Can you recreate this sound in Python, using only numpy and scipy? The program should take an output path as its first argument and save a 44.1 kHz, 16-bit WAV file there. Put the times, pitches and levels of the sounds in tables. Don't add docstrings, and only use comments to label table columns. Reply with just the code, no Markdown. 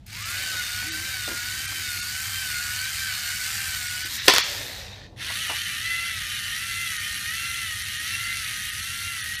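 import sys
import numpy as np
from scipy import signal
from scipy.fft import rfft, irfft, next_fast_len
from scipy.io import wavfile
from scipy.ndimage import uniform_filter1d

SR = 44100
rng = np.random.default_rng(int(sys.argv[2]) if len(sys.argv) > 2 else 0)


def master(y):
    cut = np.clip(np.atleast_2d(y).T, -1, 1)
    pcm = np.round(cut * 32767)
    wavfile.write(sys.argv[1], SR, pcm.astype(np.int16))


def field_ratio(decibels):
    return 10 ** (np.asarray(decibels, dtype=float) / 20)


N = 414540

# (frequency [Hz], level [dB per Hz])
HUM_COLOUR = [(15, -48), (25, -55), (41, -7), (70, -5), (102, 1.5), (114, -7), (130, -7), (160, -18),
              (195, -10), (223, -21.5), (259, -22.5), (533, -37.5), (667, -29.5), (786, -34), (900, -29),
              (1170, -109), (1980, -120)]
# (time [s], rasp level [dB], brightness [dB])
FORWARD_EFFORT = [(0.06, -53.5, -3), (0.15, -36.5, -8.5), (0.3, -33, -3.5), (0.7, -33.5, -4),
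                  (1.5, -34.5, -2), (2.4, -34, -1), (3.1, -32.5, -3), (3.6, -32.5, -1.5), (4.07, -34, -2.5),
                  (4.1, -47, 0)]
REVERSE_EFFORT = [(5.16, -59, -13), (5.22, -33, -12), (5.36, -29.5, -7), (5.7, -31.5, -7.5),
                  (6.1, -31.5, -8), (6.8, -32, -5), (7.8, -33, -5), (8.35, -31.5, -6.5), (8.8, -33.5, -4),
                  (9.4, -34, -5)]
FORWARD_WHEEL = dict(mesh_hz=752, turn=.636, fastest=2.308, gain=3.4, swing=33.5, fading=.012, lump=3.9, lump_turns=.107, edge=-0.088, edge_turns=.03, slack=.464, spin_up=.168, hunt=-40, hunt_period=.908, hunt_decay=.489, hunt_at=.287)
REVERSE_WHEEL = dict(mesh_hz=647.6, turn=.75, fastest=7.505, gain=4.9, swing=40.0, fading=.041, lump=3.6, lump_turns=-.021, edge=-8.2, edge_turns=-.015, slack=.338, spin_up=.17, hunt=126.0, hunt_period=.206, hunt_decay=.208, hunt_at=.274)
# (frequency [Hz], level [dB per Hz])
FORWARD_RASP = [(350, -64), (600, -31), (735, -22), (877, -32), (1070, -18), (1530, -3), (2460, -4),
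                (3090, -7), (3350, -8), (4520, -4.5), (5390, -8.5), (9390, -13.5), (10500, -19),
                (13000, -15.5), (15300, -20.5)]
REVERSE_RASP = [(350, -23.5), (600, -47), (1030, -26), (1300, -10.5), (1980, 0.5), (2290, -5.5), (2890, -3),
                (4460, -6), (4970, -13), (5850, -9.5), (7360, -20), (9780, -15), (12700, -21.5),
                (13900, -28.5), (15300, -28.5)]
LAUNCH_RASP = [(530, -50), (900, -23), (1500, -10.5), (1650, -6.5), (1830, -2.5), (2110, -7.5), (3050, -10),
               (3820, -4), (4410, -7.5), (7600, -15), (10600, -20.5), (13800, -17), (15300, -27)]
# (multiple of tooth rate, level [dB rms], swell per wheel turn [dB], swell peak [turns], change [dB per s])
FORWARD_ORDERS = [(2, -39.5, 0.5, .5, -0.6), (5, -52, 1.5, .3, -1.5)]
REVERSE_ORDERS = [(3, -42, 1.6, 0.064, -0.5), (2, -47.5, 5.0, 0.0068, -0.1),
                  (4.02, -48.5, 2.6, -0.042, -1.5), (4.99, -49, 2.2, .4, -2.8)]
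# (multiple of tooth rate, level [dB rms], width [Hz])
FORWARD_LINES = [(1, -61, 14), (1.3, -63, 20), (1.7, -56, 20), (2.3, -52, 25), (2.7, -53, 25), (3, -50, 20),
                 (4, -48.5, 26), (6, -52, 28), (6.3, -54, 40), (7, -57, 40)]
REVERSE_LINES = [(1, -71, 25), (1.3, -72, 25), (2.3, -55, 25), (2.7, -54, 30), (3.3, -54, 30),
                 (4.6, -52, 20), (6, -56, 40), (8.3, -60, 60)]
# (frequency [Hz], width [Hz], boost [dB])
FORWARD_FRAME = [(2300, 150, 4), (3050, 120, 5), (3700, 120, 8), (4450, 200, 7), (5100, 200, 3)]
REVERSE_FRAME = [(1900, 150, 3), (2730, 80, 7), (3000, 90, 7), (3900, 200, 3), (5700, 100, 3)]
# (time [s], half length [s], change [dB])
BEATS = [(.6, 0.035, 5), (.66, 0.036, -13), (.77, 0.044, 4), (1.728, .06, -5.5), (2.26, 0.025, -14),
         (2.6, .13, 5), (2.837, .06, 5.5), (2.96, .05, -8), (3.058, .05, 9), (3.19, .04, -8),
         (3.53, .04, -8), (5.42, .07, 1.5), (5.65, .08, -3.5), (5.95, 0.16, 7), (6.38, .14, -5),
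         (6.67, .03, -10), (6.77, .06, 6.5), (7.21, .03, -7), (7.29, .05, 6), (7.42, .04, -8),
         (7.682, 0.078, 5), (8.0, .05, 7), (8.14, .05, -6), (8.28, .07, 5), (8.9, .07, -7), (9.35, .05, 7)]
# (time [s], level [dB])
START_TICK = [
    (0.0655, -33),
]
# (time [s], peak [dB], pitch [Hz], 60 dB decay [s])
KNOCKS = [(0.251, -46, 1190, 0.08), (0.545, -33.5, 522, 0.08), (0.824, -32, 1197, 0.1),
          (1.277, -26.5, 339, 0.14), (1.31, -29, 283, 0.19), (1.72, -33, 1169, 0.076),
          (2.459, -42, 202.7, 0.08), (4.045, -34, 231, 0.076), (4.337, -15.5, 600, 0.078),
          (4.487, -38, 616, 0.08), (5.298, -27.5, 960, 0.11), (5.495, -22.5, 900, 0.17),
          (5.679, -43, 1200, 0.08)]
# (time [s], peak [dB], pitch [Hz], 60 dB decay [s])
THUMP = [
    (4.2823, -8, 620, .1),
    (4.2826, -17.5, 200, .08),
]
# (middle [s], half length [s], low thrum [dB], upper rustle [dB])
SHUFFLES = [(.47, 0.22, -57, -53), (1.02, .18, -55, -58), (1.75, .35, -54, -65), (2.58, .15, -58, -71),
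            (2.92, 0.18, -80, -64), (3.55, 0.26, -65, -62.5), (4.08, .14, -57.5, -62.5),
            (4.64, 0.12, -51, -73), (5.15, .2, -56.5, -74), (6.0, .14, -83, -59.5)]
# (frequency [Hz], level [dB per Hz])
THRUM_COLOUR = [(180, -39.5), (240, -0.5), (320, -0.5), (400, -5.5), (520, -46)]
RUSTLE_COLOUR = [(250, -27), (430, -1), (530, 0.5), (580, 3), (663, -4), (714, -0.5), (1100, -9),
                 (1430, -33), (2420, -120)]
# (time [s], pitch [Hz], level [dB])
CREAK = [(0.81, 210, -64), (0.824, 215, -49), (0.856, 298, -51), (0.884, 322, -42), (0.986, 311, -47.5),
         (1.04, 349, -57), (1.07, 353, -61)]
# (time [s], rasp level [dB], brightness [dB])
WIND_UP = [(4.05, -51, -12), (4.1, -33, -5), (4.14, -33, -1), (4.17, -32.5, -3), (4.2, -31.5, -18),
           (4.245, -34, -8), (4.262, -33.5, 0), (4.295, -32, -8)]
SNAP_TIMES = [4.2564, 4.2772, 4.2813, 4.2985, 4.3377, 4.3486, 4.3626, 4.3831]
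# (crack peak [dB], treble share [dB], 60 dB decay [s], rattle against crack [dB], crack length [s])
SNAPS = [
    (-25, -2, 0.096, -20, .002),
    (-22, -30, .05, -1.5, 0.0056),
    (9, -10.5, 0.13, -19, 0.0025),
    (-12, -11, 0.12, -5, 0.0019),
    (-.6, -2.5, 0.087, -21.5, 0.0016),
    (-11.5, 6, 0.067, -15, 0.00083),
    (-7.5, -15, 0.14, -10, 0.00054),
    (-1, -3, 0.067, -20, 0.00091),
]
# (frequency [Hz], level [dB per Hz])
SNAP_COLOUR = [(59, -50), (100, -20), (318, -11.5), (436, 1.5), (787, -14), (971, -0.5), (1330, -2.5),
               (1610, -1), (2160, -4), (4240, 0), (5930, -4.5), (6590, -9.5), (15300, -38.5)]
# (frequency [Hz], 60 dB decay [s])
ROOM_DECAY = [(150, 0.17), (500, 0.16), (2000, 0.71), (6000, 0.74), (14000, 0.29)]
# (frequency [Hz], level [dB], width [Hz])
COAST_SING = (3780, -49, 160)
# (time [s], rasp level [dB], brightness [dB])
JERK = [(5.16, -60, -13), (5.19, -42, -14), (5.23, -40, -16), (5.3, -48, -12)]
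# (time [s], depth [dB])
SAGS = [(.242, -12), (.906, -20), (1.672, -16), (2.013, -26), (3.889, -13), (4.042, -15), (4.425, -14),
        (6.985, -17), (7.838, -17), (7.986, -15), (8.713, -17), (8.821, -12), (9.224, -19), (9.374, -24)]

COAST_DB = -35.5


def evened(x):
    return x / np.sqrt(np.mean(x ** 2) + 1e-20)


def noise(count):
    return rng.standard_normal(count)


def read(points, hz):
    f, value = np.transpose(points)
    return np.interp(np.log(hz + 1), np.log(f + 1), value)


def add(mix, s, sound):
    part = mix[round(s * SR):][:len(sound)]
    part += sound[:len(part)]


def spread(rows):
    s, *columns = np.transpose(rows)
    t = np.arange(s[0], s[-1], 1 / SR)
    return s[0], [np.interp(t, s, c) for c in columns]


def shaped(x, points):
    size = next_fast_len(len(x) + 2048)
    gain = field_ratio(read(points, np.fft.rfftfreq(size, 1 / SR)))
    return evened(irfft(rfft(x, size) * gain, size)[:len(x)])


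def wander(count, hz):
    step = 16
    coarse = uniform_filter1d(noise(count // step + 2), int(SR / step / hz / 4) + 1)
    coarse = signal.lfilter([1], [1, -np.exp(-2 * np.pi * hz * step / SR)], coarse)
    return evened(np.interp(np.arange(count) / step, np.arange(len(coarse)), coarse))


def fade(x, s=0.0024):
    return x * signal.windows.tukey(len(x), min(1, 2 * s * SR / len(x)))


def patchy(x, depth_db, frames=6, bins=2):
    z = signal.stft(x, nperseg=2048, noverlap=1536)[2]
    field = uniform_filter1d(noise(z.shape[::-1]), int(frames), 0)
    field = uniform_filter1d(field, int(bins), 1).T
    return signal.istft(z * field_ratio(depth_db * evened(field)), nperseg=2048, noverlap=1536)[1][:len(x)]


def room_air(mix):
    add(mix, 0, field_ratio(-45.5) * shaped(noise(N), HUM_COLOUR))
    hiss_colour = [(300, 3), (1000, 5), (4000, 4), (15000, -18)]  # Hz, dB per Hz
    add(mix, 0, field_ratio(-65.5) * shaped(noise(N), hiss_colour))


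def wheel(t, mesh_hz, turn, fastest, gain, swing, fading, lump, lump_turns, edge, edge_turns,
          slack, spin_up, hunt, hunt_period, hunt_decay, hunt_at):
    angle, since = (t - fastest) / turn, t - t[0]
    missing = slack * np.exp(-(since / spin_up) ** 2)
    wobble = swing * np.exp(-fading * angle) * np.cos(2 * np.pi * angle)
    wobble += lump * np.cos(4 * np.pi * (angle - lump_turns))
    wobble += edge * np.cos(6 * np.pi * (angle - edge_turns))
    hunting = hunt * np.exp(-since / hunt_decay) * (1 - missing / slack)
    hunting *= np.cos(2 * np.pi * (since - hunt_at) / hunt_period)
    speed_hz = mesh_hz + gain * (t - fastest) + wobble + hunting
    return speed_hz * (1 - missing), angle, missing


def lit(hz, frame):
    return sum(gain_db / (1 + ((hz - centre) / wide) ** 2) for centre, wide, gain_db in frame)


def rasp(level_db, bright_db, colour, turns):
    count = len(turns)
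    beat = 1 + .3 * np.cos(2 * np.pi * turns)
    beat *= 1 + .15 * sum(np.cos(2 * np.pi * (k * turns / 10 + rng.random())) for k in (1, 2, 3))
    flutter_db = .8 * wander(count, 150) + 0.2 * wander(count, 4.4)
    grit = noise(count) * beat * field_ratio(flutter_db)
    teeth = np.floor(turns).astype(int)
    tap_size = noise(10)[teeth % 10] + 0.13 * noise(count)
    taps = np.diff(teeth, prepend=0) * tap_size
    grit = shaped(patchy(grit + .25 * evened(taps), 3.0), colour)
    treble = signal.sosfiltfilt(signal.butter(3, 6500, "high", fs=SR, output="sos"), grit)
    return field_ratio(level_db) * (evened(grit - treble) + field_ratio(bright_db) * evened(treble))


def whine(turns, multiple, db, width_hz, flutter_db=3.5):
    drift = np.cumsum(width_hz * wander(len(turns), 40.0)) / SR
    waver_db = flutter_db * (wander(len(turns), 25) + .6 * wander(len(turns), 4) - .6)
    return np.sqrt(2) * field_ratio(db + waver_db) * np.cos(2 * np.pi * (multiple * turns + drift))


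def drive(rows, wheels, colour, lines, frame, rasp_db, orders, twin_order, twin_db, twin_lag):
    s, (level_db, bright_db) = spread(rows)
    t = np.arange(len(level_db)) / SR
    mesh_hz, angle, missing = wheel(s + t, **wheels)
    turns = np.cumsum(mesh_hz) / SR
    effort_db = level_db - np.median(level_db)
    buried_db = -48 * missing
    out = rasp(level_db + rasp_db, bright_db - rasp_db, colour, turns)

    beat_db = sum(db * np.exp(-((s + t - at) / half) ** 2) for at, half, db in BEATS)
    for k, db, swell_db, peak, slope_db in orders:
        order_db = db + swell_db * np.cos(2 * np.pi * (angle - peak)) + slope_db * (t - t.mean())
        order_db += buried_db + lit(k * mesh_hz, frame) + np.minimum(effort_db + 1, 0)
        if k == orders[0][0]:
            order_db += beat_db
        out += whine(turns, round(k), order_db, 1.1 * k * k, flutter_db=.7 * k)
    for k, db, width_hz in lines:
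        out += whine(turns, k, db + effort_db + buried_db + lit(k * mesh_hz, frame), width_hz)

    twin_turns = np.cumsum(np.interp(t - twin_lag, t, mesh_hz)) / SR
    slow_db = np.minimum(0, 90 * (mesh_hz / np.median(mesh_hz) - .9))
    out += whine(twin_turns, twin_order, twin_db + effort_db + buried_db + slow_db, 15.7, flutter_db=6.0)
    return s, fade(out)


def start_tick(mix):
    t = np.arange(8000) / SR
    for s, db in START_TICK:
        add(mix, s, field_ratio(db - 60 * t / 0.0074) * evened(np.diff(noise(len(t) + 2), 2)))


def knocks(mix):
    t = np.arange(8000) / SR
    rise = 1 - np.exp(-t / 0.0011)
    for s, db, hz, t60 in KNOCKS + THUMP:
        band = [(40, -40), (max(hz - 400, 90), -8), (hz, 0), (hz + 800, -7), (4000, -13.5), (12000, -40)]
        decay = field_ratio(db - 5.0 - 60 * t / np.clip(t60, .01, 1))
        add(mix, s, decay * rise * shaped(noise(len(t)), band))


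def rubbing(mix):
    t = np.arange(round(6.5 * SR)) / SR
    thrum = sum(field_ratio(low_db - 7.6 * ((t - s) / half) ** 2) for s, half, low_db, _ in SHUFFLES)
    rustle = sum(field_ratio(up_db - 7.6 * ((t - s) / half) ** 2) for s, half, _, up_db in SHUFFLES)
    rustle += ball_roll(t)
    for gain, colour in ((thrum, THRUM_COLOUR), (rustle, RUSTLE_COLOUR)):
        add(mix, 0, field_ratio(-3.0) * gain * patchy(shaped(noise(len(t)), colour), 2.92, 5.2, 1.8))


def creak(mix):
    s, (hz, db) = spread(CREAK)
    add(mix, s, fade(whine(np.cumsum(hz) / SR, 1, db, 4, flutter_db=1.2)))


def motor_burst(rows, mesh_hz, colour):
    s, (level_db, bright_db) = spread(rows)
    return s, fade(rasp(level_db, bright_db, colour, np.arange(len(level_db)) * mesh_hz / SR), 0.01)


def snaps(mix):
    t = np.arange(8000) / SR
    for s, (db, treble_db, t60, rattle_db, length) in zip(SNAP_TIMES, SNAPS):
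        burst = shaped(noise(len(t)), SNAP_COLOUR)
        burst += field_ratio(treble_db) * evened(np.diff(burst, 2, prepend=[0, 0]))
        crack = burst * np.exp(-(t / length) ** 2)
        rattle = burst * field_ratio(rattle_db - 60 * t / np.clip(t60, .01, 1))
        add(mix, s, field_ratio(db) * (crack / abs(crack).max() + rattle))


def room(x):
    hz, t, z = signal.stft(noise(SR // 2), SR, nperseg=256)
    decay = field_ratio(-60 * t / read(ROOM_DECAY, hz)[:, None])
    tail = signal.istft(z * decay, SR, nperseg=256)[1]
    tail[:200] = 0
    return signal.fftconvolve(x, tail / np.linalg.norm(tail))[:N]


def coasting():
    start, stop, ring, rise = 4.41, 5.07, .1, .09
    s = np.linspace(start, stop + ring, num=80)
    drop_db = -14.5 * ((s - start) / (stop - start)) ** 2.17
    ring_db = -18 * np.sqrt(np.maximum(s - stop, 0) / ring)
    rise_db = -9 * np.maximum(1 - (s - start) / rise, 0)
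    return np.transpose([s, COAST_DB + drop_db + ring_db + rise_db, -3 + 1.63 * drop_db])


def singing(rows, shell_hz, db, width_hz):
    s, (level_db, _) = spread(rows)
    turns = np.arange(len(level_db)) * shell_hz / SR
    return s, fade(whine(turns, 1, db + 0.74 * (level_db - COAST_DB), width_hz))


def ball_roll(t):
    start, wall = 4.43, 5.55
    rolling = uniform_filter1d(1. * (t > start) * (t < wall), size=2000)
    return field_ratio(-41.5 - 17 * (t - start)) * rolling


def scene():
    mix, blows = np.zeros(N), np.zeros(N)
    room_air(mix)
    add(mix, *drive(FORWARD_EFFORT, FORWARD_WHEEL, FORWARD_RASP, FORWARD_LINES, FORWARD_FRAME, rasp_db=-0.5,
                    orders=FORWARD_ORDERS, twin_order=2, twin_db=-52.0, twin_lag=.07))
    start_tick(mix)
    knocks(mix)
    rubbing(mix)
    creak(mix)
    add(mix, *motor_burst(WIND_UP, 900, LAUNCH_RASP))
    snaps(blows)
    mix += blows + field_ratio(-7.5) * room(blows)
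    add(mix, *motor_burst(coasting(), 600, LAUNCH_RASP))
    add(mix, *singing(coasting(), *COAST_SING))
    add(mix, *motor_burst(JERK, 540, REVERSE_RASP))
    add(mix, *drive(REVERSE_EFFORT, REVERSE_WHEEL, REVERSE_RASP, REVERSE_LINES, REVERSE_FRAME, rasp_db=-1.5,
                    orders=REVERSE_ORDERS, twin_order=3, twin_db=-50.0, twin_lag=.14))
    return np.array([mix, mix])


def thin_out(x):
    hz, t, z = signal.stft(x, SR, nperseg=512, noverlap=384)
    sink_db = sum(db * np.exp(-((t - s) / 0.011) ** 4) for s, db in SAGS)
    weak = abs(z) < field_ratio(-9) * np.percentile(abs(z), 98, axis=0)
    return signal.istft(z * field_ratio(weak * sink_db), SR, nperseg=512, noverlap=384)[1][:N]


def band_limit(x):
    return signal.sosfilt(signal.butter(12, 15460, fs=SR, output="sos"), x)


def record(dry):
    clipped = np.clip(thin_out(dry[0]), -1, 1)
    low_pass = signal.firwin(511, 15400, window=("kaiser", 9), fs=SR)
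    limited = signal.oaconvolve(clipped, low_pass, "same")
    return band_limit(np.array([limited, limited]))


dry = scene()
out = record(dry)
master(out)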